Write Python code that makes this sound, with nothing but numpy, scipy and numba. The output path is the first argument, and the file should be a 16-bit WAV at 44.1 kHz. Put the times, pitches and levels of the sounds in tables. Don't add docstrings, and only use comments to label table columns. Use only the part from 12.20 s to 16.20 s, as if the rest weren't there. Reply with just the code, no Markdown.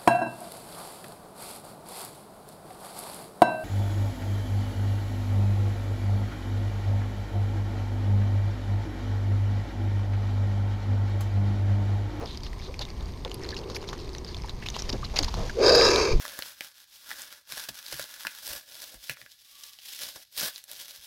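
import sys
import numpy as np
from scipy import signal
from scipy.fft import rfft, irfft
from scipy.io import wavfile
from scipy.ndimage import uniform_filter1d, map_coordinates
from numba import njit

SR = 44100
rng = np.random.default_rng(int(sys.argv[2]) if len(sys.argv) > 2 else 0)


def wrap_up_sound(samples):
    columns = np.atleast_2d(samples).T
    tamed = np.clip(columns, -1, 1)
    steps = np.round(tamed * 32767).astype(np.int16)
    wavfile.write(sys.argv[1], SR, steps)


N = 176400
T = np.arange(N) / SR

# f/Hz, level/dB
WIND_COLOUR = [(12, -5.5), (25, 1.5), (70, 1.5), (120, -6.5), (220, -13.5), (550, -27), (1050, -23.5),
               (1450, -39.5), (2200, -31.5), (2800, -48.5), (4700, -35), (8000, -58), (12500, -49.5),
               (15500, -62)]
# t/s, length/s, level/dB, f/Hz
SWISHES = [(0.0, 0.083, -35.5, 465), (.6, 0.037, -43, 650), (.8, 0.083, -48.5, 650),
           (1.048, 0.041, -36.5, 550), (1.495, 0.033, -38, 225), (2.665, 0.059, -39, 374),
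           (2.73, 0.039, -27, 218), (2.935, 0.053, -39.5, 575), (3.0, 0.038, -32, 295),
           (3.16, 0.14, -36, 490)]
# f/Hz, level/dB
STONE_COLOUR = [(150, -22.5), (500, 5.5), (1050, 5.5), (1450, -3.5), (2400, 0), (4600, 2.5), (6700, -2.5),
                (8000, -16), (12000, -16.5), (15500, -31)]
# t/s, length/s, level/dB, f/Hz
SCUFFS = [(.05, 0.15, -45, 3850), (.245, 0.049, -45, 4420), (.42, 0.085, -45.5, 4300),
          (.608, 0.036, -34, 3830), (1.215, 0.038, -45.5, 2010), (1.295, 0.048, -45.5, 4650),
          (1.365, 0.024, -37.5, 5030), (1.485, 0.07, -47, 5000), (1.545, 0.032, -35.5, 5450),
          (1.672, 0.05, -42, 5330), (1.727, 0.023, -42, 1350), (1.775, 0.12, -48, 4400),
          (2.065, 0.091, -45, 4300), (2.294, 0.021, -44.5, 4150), (2.42, 0.031, -40.5, 2100),
          (2.459, 0.022, -36.5, 2620), (2.54, 0.041, -37, 3480), (2.585, 0.029, -35, 5730),
          (2.691, 0.016, -27, 5240), (2.726, 0.011, -32, 5100), (2.84, 0.021, -34.5, 4250),
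          (2.959, .027, -28, 4560), (2.962, 0.026, -30.5, 2240), (2.987, 0.036, -37, 4800),
          (3.03, 0.026, -31.5, 4400), (3.078, 0.019, -35.5, 4400), (3.139, 0.02, -42, 4930)]
# t/s, level/dB, f/Hz
TICKS = [(.059, -27, 4840), (.174, -23.5, 4830), (.234, -25, 4700), (.266, -29.5, 3560),
         (.331, -28.5, 1940), (.542, -28, 2330), (.5925, -18, 4350), (.652, -26.5, 3640), (.703, -29, 4480),
         (.858, -33, 4570), (1.049, -20.5, 3580), (1.1155, -22.5, 2980), (1.1435, -26, 4760),
         (1.29, -21.5, 4230), (1.307, -23.5, 4450), (1.344, -26.5, 3930), (1.366, -25.5, 2800),
         (1.389, -25, 4460), (1.5, -24, 1040), (1.565, -20, 2390), (1.627, -26, 910), (1.689, -20, 3740),
         (1.7305, -20, 1090), (1.892, -29, 4200), (1.949, -27, 4400), (1.983, -25.5, 5800),
         (2.047, -25, 4860), (2.146, -24, 3500), (2.1675, -25.5, 4270), (2.295, -21.5, 3870),
         (2.463, -22, 2530), (2.4865, -16, 3720), (2.5015, -22, 6140), (2.565, -17.5, 990),
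         (2.6215, -18.5, 5700), (2.6965, -22, 4580), (2.9862, -18.5, 6800), (2.9895, -4.5, 4730),
         (3.028, -19, 6350), (3.0328, -14.5, 4200), (3.0455, -14, 4900), (3.141, -18, 960),
         (3.297, -23.5, 1660), (3.612, -8, 2270), (3.76, -9.5, 3950)]
# t/s, level/dB, f/Hz
GRUNTS = [(.45, -58, 290), (.49, -37.5, 416), (.535, -66, 710), (.98, -70, 337), (1.1, -44, 358),
          (1.43, -41.5, 390), (1.62, -43, 376), (2.05, -48.5, 359), (2.4, -64, 328)]
# t/s, length/s, level/dB, f/Hz
SPITS = [(1.142, 0.0051, -37, 11200), (1.548, 0.035, -51.5, 11200), (3.555, 0.009, -36.5, 11500)]
# t/s, length/s, level/dB, f/Hz
SQUELCHES = [(1.322, 0.027, -41.5, 1740), (2.238, 0.024, -40.5, 890), (2.828, 0.012, -33.5, 1165),
             (3.08, 0.02, -37, 940), (3.294, 0.013, -35, 1610)]
# t/s, level/dB
RUSTLE = [(2.3, -58.5), (2.6, -47.5), (2.9, -52), (3.02, -43.5), (3.12, -49), (3.19, -41.5), (3.35, -48)]
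# t/s, length/s, level/dB
GUSTS = [(2.62, 0.61, -33.5), (3.02, 0.078, -25), (3.13, 0.201, -26), (3.905, 0.2, -19.5)]
# f/Hz, level/dB
GUST_COLOUR = [(10, -6.5), (25, 0.5), (50, -9), (110, -15), (220, -23), (600, -75)]
# t/s, level/dB, f/Hz
WINDPIPE = [(3.338, -52, 380), (3.36, -36, 400), (3.395, -21, 440), (3.47, -17.5, 470), (3.59, -17, 469),
            (3.66, -21, 432), (3.77, -23, 396), (3.87, -26, 443), (3.945, -29, 385), (3.985, -46, 366)]
# t/s, level/dB, beak opening (0 narrow, 1 wide)
BREATH = [(3.34, -91.5, 0.1), (3.395, -40, 0), (3.43, -22.5, 0.46), (3.465, -18.5, 0.93), (3.6, -19, 0.96),
          (3.675, -17.5, 0.83), (3.72, -21, 0.36), (3.84, -23.5, 0.27), (3.925, -31, 0.12), (3.985, -60, 0)]
# f/Hz, width/Hz, level/dB (beak narrow), level/dB (beak wide)
THROAT_BANDS = [(983, 240, -10.5, -14), (1215, 146, -12, -15), (1610, 290, -18, -12),
                (2367, 370, -7, -23.5), (2643, 140, -17, -20.5), (3230, 120, -27, -27.5),
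                (3900, 410, -19.5, -12.5), (4700, 660, -7.5, -20), (4900, 620, -19, -2.5),
                (5320, 580, -13.5, -18), (6170, 690, -13, -24), (6700, 420, -23, -20.5)]
# t/s, factor on its pitches
THROAT_TUNING = [(3.41, 0.99), (3.66, 1.005), (3.95, 0.982)]
# f/Hz, level/dB
AIR_COLOUR = [(60, 10.5), (200, 15), (700, -3), (2000, 0), (6800, -28), (7400, -8), (12500, -17),
              (15500, -34)]


def undb(db):
    return 10 ** (np.asarray(db) / 20)


def unit(x):
    return x / np.sqrt(np.mean(x ** 2) + 1e-18)


def noise():
    return rng.standard_normal(N)


def curve(rows):
    rows = np.array(rows, float)
    return [np.interp(T, rows[:, 0], column) for column in rows.T[1:]]


def add(out, start, x):
    i = int(np.clip(start * SR, 0, N))
    out[i:i + len(x)] += x[:N - i]


@njit
def band_pass(x, hz, width):
    out, band_state, low_state = np.empty(len(x)), 0., 0.
    for i in range(len(x)):
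        step, damping = np.tan(np.pi * hz[i] / SR), width[i] / hz[i]
        band = (band_state + step * (x[i] + 1e-18 - low_state)) / (1 + step * (step + damping))
        band_state = 2 * band - band_state
        low_state += 2 * step * band
        out[i] = damping * band
    return out


def resonate(x, hz, width_hz):
    zeros = np.zeros(len(x))
    hz, width_hz = np.clip(hz + zeros, 20, 19000), width_hz + zeros
    return unit(band_pass(band_pass(x, hz, width_hz), hz, width_hz))


def colour(x, points):
    hz, db = np.array(points, float).T
    all_hz = np.arange(N // 2 + 1) * SR / N + 1e-3
    gain = undb(np.interp(np.log(all_hz), np.log(hz), db))
    cepstrum = irfft(np.log(gain), N)
    cepstrum[1:N // 2] *= 2
    cepstrum[N // 2 + 1:] = 0
    return unit(irfft(rfft(x) * np.exp(rfft(cepstrum)), N))


def wander(per_s):
    hold = max(int(SR / per_s), 1)
    return unit(uniform_filter1d(noise()[np.arange(N) // hold], hold))


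def clicks(per_s, spread_db):
    hits = (rng.random(N) < per_s / SR) * np.sign(noise())
    return hits * undb(spread_db * np.minimum(rng.exponential(size=N), 4.5))


def swell(length):
    progress = np.linspace(0, 1, max(int(length * SR), 2), endpoint=False)
    return np.sin(np.pi * progress ** 0.53)


def bursts(rows, source, width_share, unfiltered=0):
    out = np.zeros(N)
    for k, (start, length, db, hz) in enumerate(rows):
        shape = swell(length)
        piece = np.roll(source, -k * N // len(rows))[:len(shape)]
        band = resonate(piece, hz, width_share * hz)
        add(out, start, undb(db) * shape * unit(band + unfiltered * unit(piece)))
    return out


def steady(x, seconds):
    power = uniform_filter1d(x ** 2, max(int(seconds * SR), 2))
    return x / np.sqrt(np.abs(power) + 1e-9)


def wind():
    rumble = undb(-37 + 0.79 * wander(per_s=7.9)) * colour(noise(), WIND_COLOUR)
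    whine = undb(-73) * resonate(noise(), hz=8490, width_hz=290)
    return rumble + whine


def swishes():
    return bursts(SWISHES, noise(), width_share=1.13)


def pebbles(per_s, spread_db, sizes=18, crack_s=0.0015, ring_s=0.0016):
    out, t = np.zeros(N), T[:SR // 100]
    for hz in np.geomspace(1500, 13000, sizes):
        crack = unit(rng.standard_normal(len(t)) * np.exp(-t / crack_s))
        ring = unit(np.sin(2 * np.pi * hz * t) * np.exp(-t / ring_s))
        out += signal.fftconvolve(clicks(per_s / sizes, spread_db), crack + ring)[:N]
    return colour(out, STONE_COLOUR)


def pecking(surge_db=3):
    patter = pebbles(per_s=700, spread_db=4.5)
    return undb(-53.5) * unit(patter * undb(surge_db * wander(per_s=24.34)))


def scuffs():
    grit = pebbles(per_s=3200, spread_db=4)
    return bursts(SCUFFS, grit, width_share=0.59, unfiltered=1)


def ticks(rise_s=0.00015, ring_s=0.0011, crack_s=0.0015, tail_s=0.007):
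    out, t = np.zeros(N), T[:N // len(TICKS)]
    grit = colour(noise(), STONE_COLOUR)
    grit_fade = undb(-16.5) * np.exp(-t / crack_s) + undb(-21.5) * np.exp(-t / tail_s)
    for k, (start, db, hz) in enumerate(TICKS):
        ring = np.sin(2 * np.pi * hz * t) * np.exp(-t / ring_s) * (1 - np.exp(-t / rise_s))
        crack = grit_fade * grit[k * len(t):(k + 1) * len(t)]
        add(out, start, undb(db) * (ring + crack))
    return out


def grunts():
    db, hz = curve(GRUNTS)
    windpipe = resonate(noise(), hz, width_hz=155)
    upper_band = undb(-12) * resonate(noise(), hz=960, width_hz=480)
    return undb(db) * (windpipe + upper_band)


def mud():
    return bursts(SPITS, noise(), width_share=0.39) + bursts(SQUELCHES, noise(), width_share=0.21)


def wings():
    crackle = colour(clicks(per_s=8300, spread_db=4.7), STONE_COLOUR)
    out = undb(curve(RUSTLE)[0]) * crackle
    air = colour(noise(), GUST_COLOUR)
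    for k, (start, length, db) in enumerate(GUSTS):
        shape = swell(length)
        add(out, start, undb(db) * shape * unit(air[k * SR:k * SR + len(shape)]))
    return out


def hiss(flutter_db=2, drift_share=0.0075, round_trip_s=0.0022):
    pipe_db, pipe_hz = curve(WINDPIPE)
    breath_db, opening = curve(BREATH)
    opening = np.clip(opening, 0, 1)
    tuning = curve(THROAT_TUNING)[0]
    pipe = resonate(noise(), pipe_hz, width_hz=137 + 68 * opening)
    pipe = steady(pipe, seconds=0.027)
    flutter = unit(undb(flutter_db * wander(per_s=240)))
    throat = np.zeros(N)
    for hz, width_hz, narrow_db, wide_db in THROAT_BANDS:
        gain = undb(narrow_db + (wide_db - narrow_db) * opening)
        drift = 1 + drift_share * wander(per_s=22)
        throat += gain * resonate(noise() * flutter, hz * tuning * drift, width_hz)
    air = colour(noise() * flutter, AIR_COLOUR)
    echo = map_coordinates(air, [(T - round_trip_s / tuning) * SR], order=3, mode="mirror")
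    rush = undb(-17) * unit(air + undb(-5.5) * echo)
    return undb(pipe_db) * pipe + undb(breath_db) * (throat + rush)


def scene():
    mix = wind() + swishes() + pecking() + scuffs() + ticks() + grunts() + mud() + wings() + hiss()
    return mix[None]


def record(dry, top_hz=15600):
    return signal.sosfilt(signal.ellip(8, .2, 70, top_hz, fs=SR, output="sos"), dry)


dry = scene()
out = record(dry)
wrap_up_sound(out)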